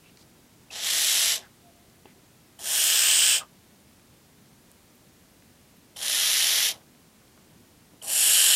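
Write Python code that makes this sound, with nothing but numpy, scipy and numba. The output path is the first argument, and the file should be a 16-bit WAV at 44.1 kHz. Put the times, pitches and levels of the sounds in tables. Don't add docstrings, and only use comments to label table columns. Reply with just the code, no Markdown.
import sys
import numpy as np
from scipy import signal
from scipy.fft import rfft, irfft
from scipy.io import wavfile
from scipy.ndimage import uniform_filter1d
from numba import njit

SR = 44100
rng = np.random.default_rng(int(sys.argv[2]) if len(sys.argv) > 2 else 0)


def master_out(mix):
    frames = np.transpose(np.atleast_2d(mix))
    ceiling = np.clip(frames, -1, 1)
    pcm = np.round(ceiling * 32767).astype(np.int16)
    wavfile.write(sys.argv[1], SR, pcm)


def natural_amplitude(level_db):
    exponent = np.asarray(level_db, float) / 20
    return 10 ** exponent


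N = 377055


def level(x, db):
    return x * natural_amplitude(db) / np.sqrt(np.mean(x ** 2))


def add(out, start, sound, db):
    first = int(start * SR)
    out[first:first + len(sound)] += np.hanning(len(sound)) * level(sound, db)


@njit
def svf(x, hz, width):
    y, band, low = np.empty(len(x)), 0., 0.
    for i in range(len(x)):
        g = np.tan(np.pi * hz[i] / SR)
        damping = width[i] / hz[i]
        v = (band + g * (x[i] - low)) / (1 + g * (g + damping))
        band, low = 2 * v - band, low + 2 * g * v
        y[i] = damping * v
    return y


def causal(log_gain):
    cepstrum = irfft(log_gain)
    cepstrum[1:1024] *= 2
    cepstrum[1025:] = 0
    response = irfft(np.exp(rfft(cepstrum)))
    return response / np.sqrt(np.sum(response ** 2))


def resonances(modes, low_hz):
    f = np.linspace(1, SR / 2, 1025)
    power = sum(natural_amplitude(db) ** 2 / (1 + (2 * (f - hz) / width) ** 2) ** 1.5 for hz, width, db in modes)
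    radiation = f ** 4 / (f ** 4 + low_hz ** 4)
    return causal(.5 * np.log(power * radiation))


def floor():
    # (frequency [Hz], level per Hz [dB])
    floor_shape = [(15, -52), (25, -17), (87, -2.5), (240, -2), (480, -11), (1190, -17.5), (8790, -22),
                   (15900, -24.5)]
    f = np.arange(N // 2 + 1) * SR / N + 1
    hz, db = np.array(floor_shape).T
    gain = natural_amplitude(np.interp(np.log(f), np.log(hz), db))
    return level(irfft(rfft(rng.standard_normal(N)) * gain, N), -56.5)


def rustle():
    # (start [s], end [s], centre [Hz], width [Hz], level [dB])
    brushes = [
        (0, .15, 2700, 600, -60),
        (.15, .27, 5000, 3000, -60),
        (2.04, 2.15, 2050, 600, -61),
        (7.45, 7.6, 130, 100, -58),
    ]
    out = np.zeros(N)
    grit = rng.standard_normal(N) * natural_amplitude(1.5 * rng.exponential(size=N))
    for start, end, hz, width, db in brushes:
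        brush = grit[int(start * SR):int(end * SR)]
        add(out, start, svf(brush, hz + 0 * brush, width + 0 * brush), db)
    return out


def pips():
    # (start [s], end [s], first [Hz], last [Hz], level [dB])
    whistles = [
        (.703, .7105, 2600, 2600, -40),
        (2.587, 2.593, 3000, 3000, -49),
        (5.958, 5.968, 3600, 2700, -45),
        (8.015, 8.024, 3350, 2700, -41),
        (6.735, 6.752, 2600, 1950, -57),
        (6.748, 6.77, 3500, 2500, -55),
        (1.61, 1.74, 715, 690, -59),
        (1.7, 1.87, 700, 690, -66),
        (3.7, 3.78, 590, 590, -72),
    ]
    out = np.zeros(N)
    waver = 1 + .02 * level(uniform_filter1d(rng.standard_normal(N), size=500), 0)
    for start, end, hz, end_hz, db in whistles:
        glide = np.linspace(hz, end_hz, int((end - start) * SR))
        glide = glide * waver[int(start * SR):][:len(glide)]
        add(out, start, np.sin(2 * np.pi * np.cumsum(glide) / SR), db)
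    return out


def ticks():
    # (time [s], peak level [dB], centre [Hz], width [Hz], decay by 60 dB [s])
    contacts = [(.172, -44, 4300, 1200, .012), (.173, -43, 6800, 3000, .008), (.174, -50, 2400, 900, .01),
                (.214, -46, 4300, 1200, .01), (.228, -49, 4500, 3000, .005), (1.899, -46, 6500, 5000, .004),
                (2.0555, -42, 400, 250, .012), (2.056, -43, 680, 400, .012), (2.057, -44, 2800, 450, .012),
                (2.158, -52, 400, 200, .03), (3.8036, -46, 8200, 5000, .004),
                (3.997, -49, 2500, 3000, .006), (4.716, -35, 10100, 6000, .004),
                (4.955, -45, 14000, 4000, .004), (5.4235, -46, 2200, 1600, .008),
                (5.7702, -44, 13500, 5000, .004), (6.817, -50, 2000, 2200, .008),
                (6.95, -48, 2200, 2000, .006), (7.28, -49, 3400, 2500, .006), (7.377, -47, 860, 1000, .012),
                (7.935, -47, 330, 250, .03)]
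    out, t = np.zeros(N + 4096), np.arange(4096) / SR
    scrapes = rng.standard_normal((len(contacts), len(t)))
    for (start, db, hz, width, t60), grit in zip(contacts, scrapes):
        ring = (t == 0) + .12 * grit * np.exp(-np.log(1000) * t / t60)
        for _ in range(2):
            ring = svf(ring, hz + 0 * t, width + 0 * t)
        first = int(start * SR)
        out[first:first + len(t)] += natural_amplitude(db) * ring / np.abs(ring).max()
    return out[:N]


def closing():
    # (start [s], end [s], first centre [Hz], width [Hz], level [dB])
    breaths = [
        (1.385, 1.5, 2050, 350, -55),
        (1.38, 1.45, 3400, 900, -56),
        (3.39, 3.45, 1450, 120, -44),
        (6.72, 6.78, 1450, 500, -58),
    ]
    sink = .67
    out, air = np.zeros(N), rng.standard_normal(N)
    for start, end, hz, width, db in breaths:
        glide = np.linspace(hz, sink * hz, int((end - start) * SR))
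        add(out, start, svf(air[int(start * SR):][:len(glide)], glide, width + 0 * glide), db)
    return out


def syrinx(effort):
    cycles = np.cumsum(420 + 800 * effort ** 2) / SR
    gap = rng.gamma(7, 1 / 7, N // 20)
    size = natural_amplitude(2.4 * rng.standard_normal(N // 20))
    snaps = np.cumsum(gap)
    now = snaps < cycles[-1]
    pops = np.bincount(np.searchsorted(cycles, snaps[now]), size[now], N)
    puff_s = .0008
    puffs = signal.lfilter([1], [1, -np.exp(-1 / (puff_s * SR))], pops)
    turbulence = puffs + .33 + 1.0 * effort ** 2
    air = 5.8 * pops + turbulence * rng.standard_normal(N)
    return air / np.sqrt(uniform_filter1d(air ** 2, size=1200))


def effort_db(t, length, full_db, swell_s, catch_s):
    opening_db, build_db_per_s = -43.5, 4
    shut_db, shut_share, fade_db_per_s = -47, .38, 330
    catch_db, catch_share = -4, .3
    body = full_db + build_db_per_s * (t - length)
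    swell = (opening_db - body) * np.exp(-t / swell_s)
    stall = catch_db * np.exp(-((t - catch_s) / (catch_share * swell_s)) ** 2)
    shut = (shut_db - full_db) * np.exp(np.minimum(t - length, 0) / (shut_share * swell_s))
    return body + swell + stall + shut - fade_db_per_s * np.maximum(t - length, 0)


def owl():
    # (hiss starts [s], beak shuts [s], full level [dB], swell time [s], breath catches after [s])
    calls = [
        (0.7081, 1.397, -22, .075, .1),
        (2.591, 3.415, -18.5, 0.073, .032),
        (5.963, 6.733, -22, .055, .035),
        (8.022, 8.75, -17, .07, .04),
    ]
    # (treble hidden while opening [0-1], while shutting [0-1],
    # late posture reached after [s], extra fade [dB/s])
    beak_moves = [
        (0.73, 0.55, 0.68, 3),
        (0.24, 0.54, 0.55, 249.5),
        (0.08, .01, 0.63, -20),
        (.01, .01, 0.45, 1),
    ]
    # (early [Hz], late [Hz], width [Hz], early level [dB], late level [dB])
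    sunk = [(1880, 2040, 730, -6, -8), (3150, 3090, 600, 0, -3.5), (3780, 3800, 1260, -1.5, -3.5),
            (5620, 5630, 1500, -2.5, -3.5)]
    stretched = [(1710, 1680, 380, -9.5, -10.5), (3160, 3020, 730, -4, -0.5), (4150, 4040, 800, -14, -12.5),
                 (5620, 5256, 1270, -6.5, -6.5)]
    reaching = [(1730, 1670, 270, -10, -7.5), (2900, 3060, 520, -3, 1), (4400, 4030, 970, -9.5, -7),
                (5670, 5500, 1000, -5.5, -6)]
    # (centre [Hz], width [Hz], early level [dB], late level [dB])
    beaks = [
        [(7580, 1660, -2.5, -5), (9830, 1500, -3.5, -7), (11350, 1100, -12, -9.5), (12500, 2000, -8.5, -15),
         (13950, 500, -17, -19), (15250, 700, -18, -28)],
        [(7070, 1100, -7, -10), (8050, 1470, -14, -1.5), (9250, 1700, -3, -13.5), (11900, 1600, -8.5, -30),
         (13400, 1100, -24, -10.5), (14360, 700, -11, -21), (15200, 700, -19, -19)],
        [(7162, 1110, -5, -10), (9550, 1400, -4, -9.5), (10300, 1400, -3.5, -10), (11950, 1500, -8.5, -9.5),
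         (13650, 450, -13, -19), (14430, 500, -15, -13)],
        [(7330, 1600, -2.5, -2.5), (8336, 1010, -1.5, -5.5), (9730, 1400, -0.5, -5.5), (11550, 1900, -5, -7.5),
         (13950, 500, -25, -21), (14700, 500, -27, -28)],
    ]
    # (centre [Hz], width [Hz], level [dB])
    windpipe = [(690, 360, 17), (1000, 500, -10), (430, 260, -16)]
    # (time [s], centre [Hz], depth [0-1])
    echo_notch = [(.75, 8900, .98), (.85, 9000, .95), (.87, 8700, .01), (1.2, 8800, 0.2), (1.35, 9200, 0.8),
                  (2.6, 11200, .3), (2.88, 9500, .1), (2.93, 9550, .65), (3.07, 10300, .75),
                  (3.15, 12100, 0.99), (3.33, 12200, .98), (3.42, 11300, .8), (5.96, 8510, .06),
                  (6.7, 8410, .1), (8.02, 6486, 0.59), (8.25, 6160, 0.64)]
    settle_s = .11
    muffle_hz, opens_s, shuts_s = 7550, .16, .04

    time = np.arange(N) / SR
    out, level_db, shut = np.zeros(N), np.full(N, -120.), np.zeros(N)
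    spans = [slice(int(start * SR), min(int(end * SR) + SR // 8, N)) for start, end, *_ in calls]
    for now, (start, end, *effort), (hidden_open, hidden_shut, _, fade) in zip(spans, calls, beak_moves):
        t = time[now]
        level_db[now] = effort_db(t - start, end - start, *effort) - fade * np.maximum(t - end, 0)
        opening = hidden_open * np.exp(-((t - start) / opens_s) ** 2)
        shutting = hidden_shut * np.clip(1 + (t - end) / shuts_s, 0, 1)
        shut[now] = opening + shutting
    air = syrinx(np.clip((level_db + 40) / 22, 0, 1))

    throats = (sunk, stretched, sunk, reaching)
    for now, call, moves, throat, beak in zip(spans, calls, beak_moves, throats, beaks):
        late = np.interp(time[now], [call[0] + settle_s, call[0] + moves[2]], [0, 1])
        for share, k in ((1 - late, 0), (late, 1)):
            modes = [(m[k], m[2], m[3 + k]) for m in throat]
            modes += [(m[0], m[1], m[2 + k]) for m in beak]
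            voice = signal.fftconvolve(air[now], resonances(modes, low_hz=1300.0))[:len(share)]
            out[now] += share ** 0.85 * voice

    notch_s, notch_hz, notch_depth = np.array(echo_notch).T
    hz = np.interp(time, notch_s, notch_hz)
    depth = np.clip(np.interp(time, notch_s, notch_depth), 0, 1)
    width = 1000 * (hz * 1e-4) ** 2
    for _ in range(2):
        out = out - depth * svf(out, hz, width)

    def above(cut_hz):
        return signal.sosfiltfilt(signal.butter(2, cut_hz, "high", fs=SR, output="sos"), out)

    out = out - np.clip(shut, 0, 1) * above(muffle_hz)
    chest_db = np.minimum(-25.5 - 0.74 * (level_db + 22), 2)
    chest = signal.fftconvolve(air, resonances(windpipe, low_hz=302.0))[:N]
    bright = (natural_amplitude(0.5) - 1) * above(10800)
    return natural_amplitude(level_db) * (out + bright + natural_amplitude(chest_db) * chest)


def room(x, t60_s, wet_db, dull_hz):
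    t = np.arange(SR // 2) / SR
    tail = rng.standard_normal(len(t)) * np.exp(-np.log(1000) * t / t60_s) * (t > .004)
    tail = signal.sosfilt(signal.butter(1, dull_hz, fs=SR, output="sos"), tail)
    tail = tail / np.sqrt(np.sum(tail ** 2))
    return x + natural_amplitude(wet_db) * signal.fftconvolve(x, tail)[:N]


def scene():
    sources = owl() + closing() + ticks() + pips()
    mono = room(sources, t60_s=0.12, wet_db=-15.0, dull_hz=2520) + rustle() + floor()
    return np.array([mono, mono])


def thin_treble(x, margin_db, slope_db, waver_db, dead_db, top_hz):
    f, _, z = signal.stft(x, SR, "cosine", 2048, 1024)
    f, z = f[:1024, None], z[:1024]
    power = np.abs(z) ** 2
    band = power.reshape(128, 8, -1).mean(axis=1)
    waver = np.repeat(rng.standard_normal(band.shape), 8, axis=0)
    band = np.repeat(band, 8, axis=0)
    under_db = slope_db * (top_hz - f) / 1000
    loud = power[90:560].mean(axis=0)
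    limit = natural_amplitude(margin_db + waver_db * waver - under_db) ** 2 * loud
    weakest = natural_amplitude(dead_db - 2 * under_db) ** 2 * uniform_filter1d(power, size=40, axis=0)
    keep = (band > limit) & (power > weakest)
    z = z * (keep | (f < 5000)) * (f < top_hz)
    return signal.istft(np.vstack([z, 0 * z[:1]]), SR, "cosine", 2048, 1024)[1][:N]


def low_pass(x):
    return signal.sosfilt(signal.butter(12, 16070, fs=SR, output="sos"), x)


def record(dry):
    mono = thin_treble(dry[0], margin_db=-14, slope_db=.7, waver_db=2.5, dead_db=1, top_hz=16000)
    return low_pass(np.array([mono, mono]))


dry = scene()
out = record(dry)
master_out(out)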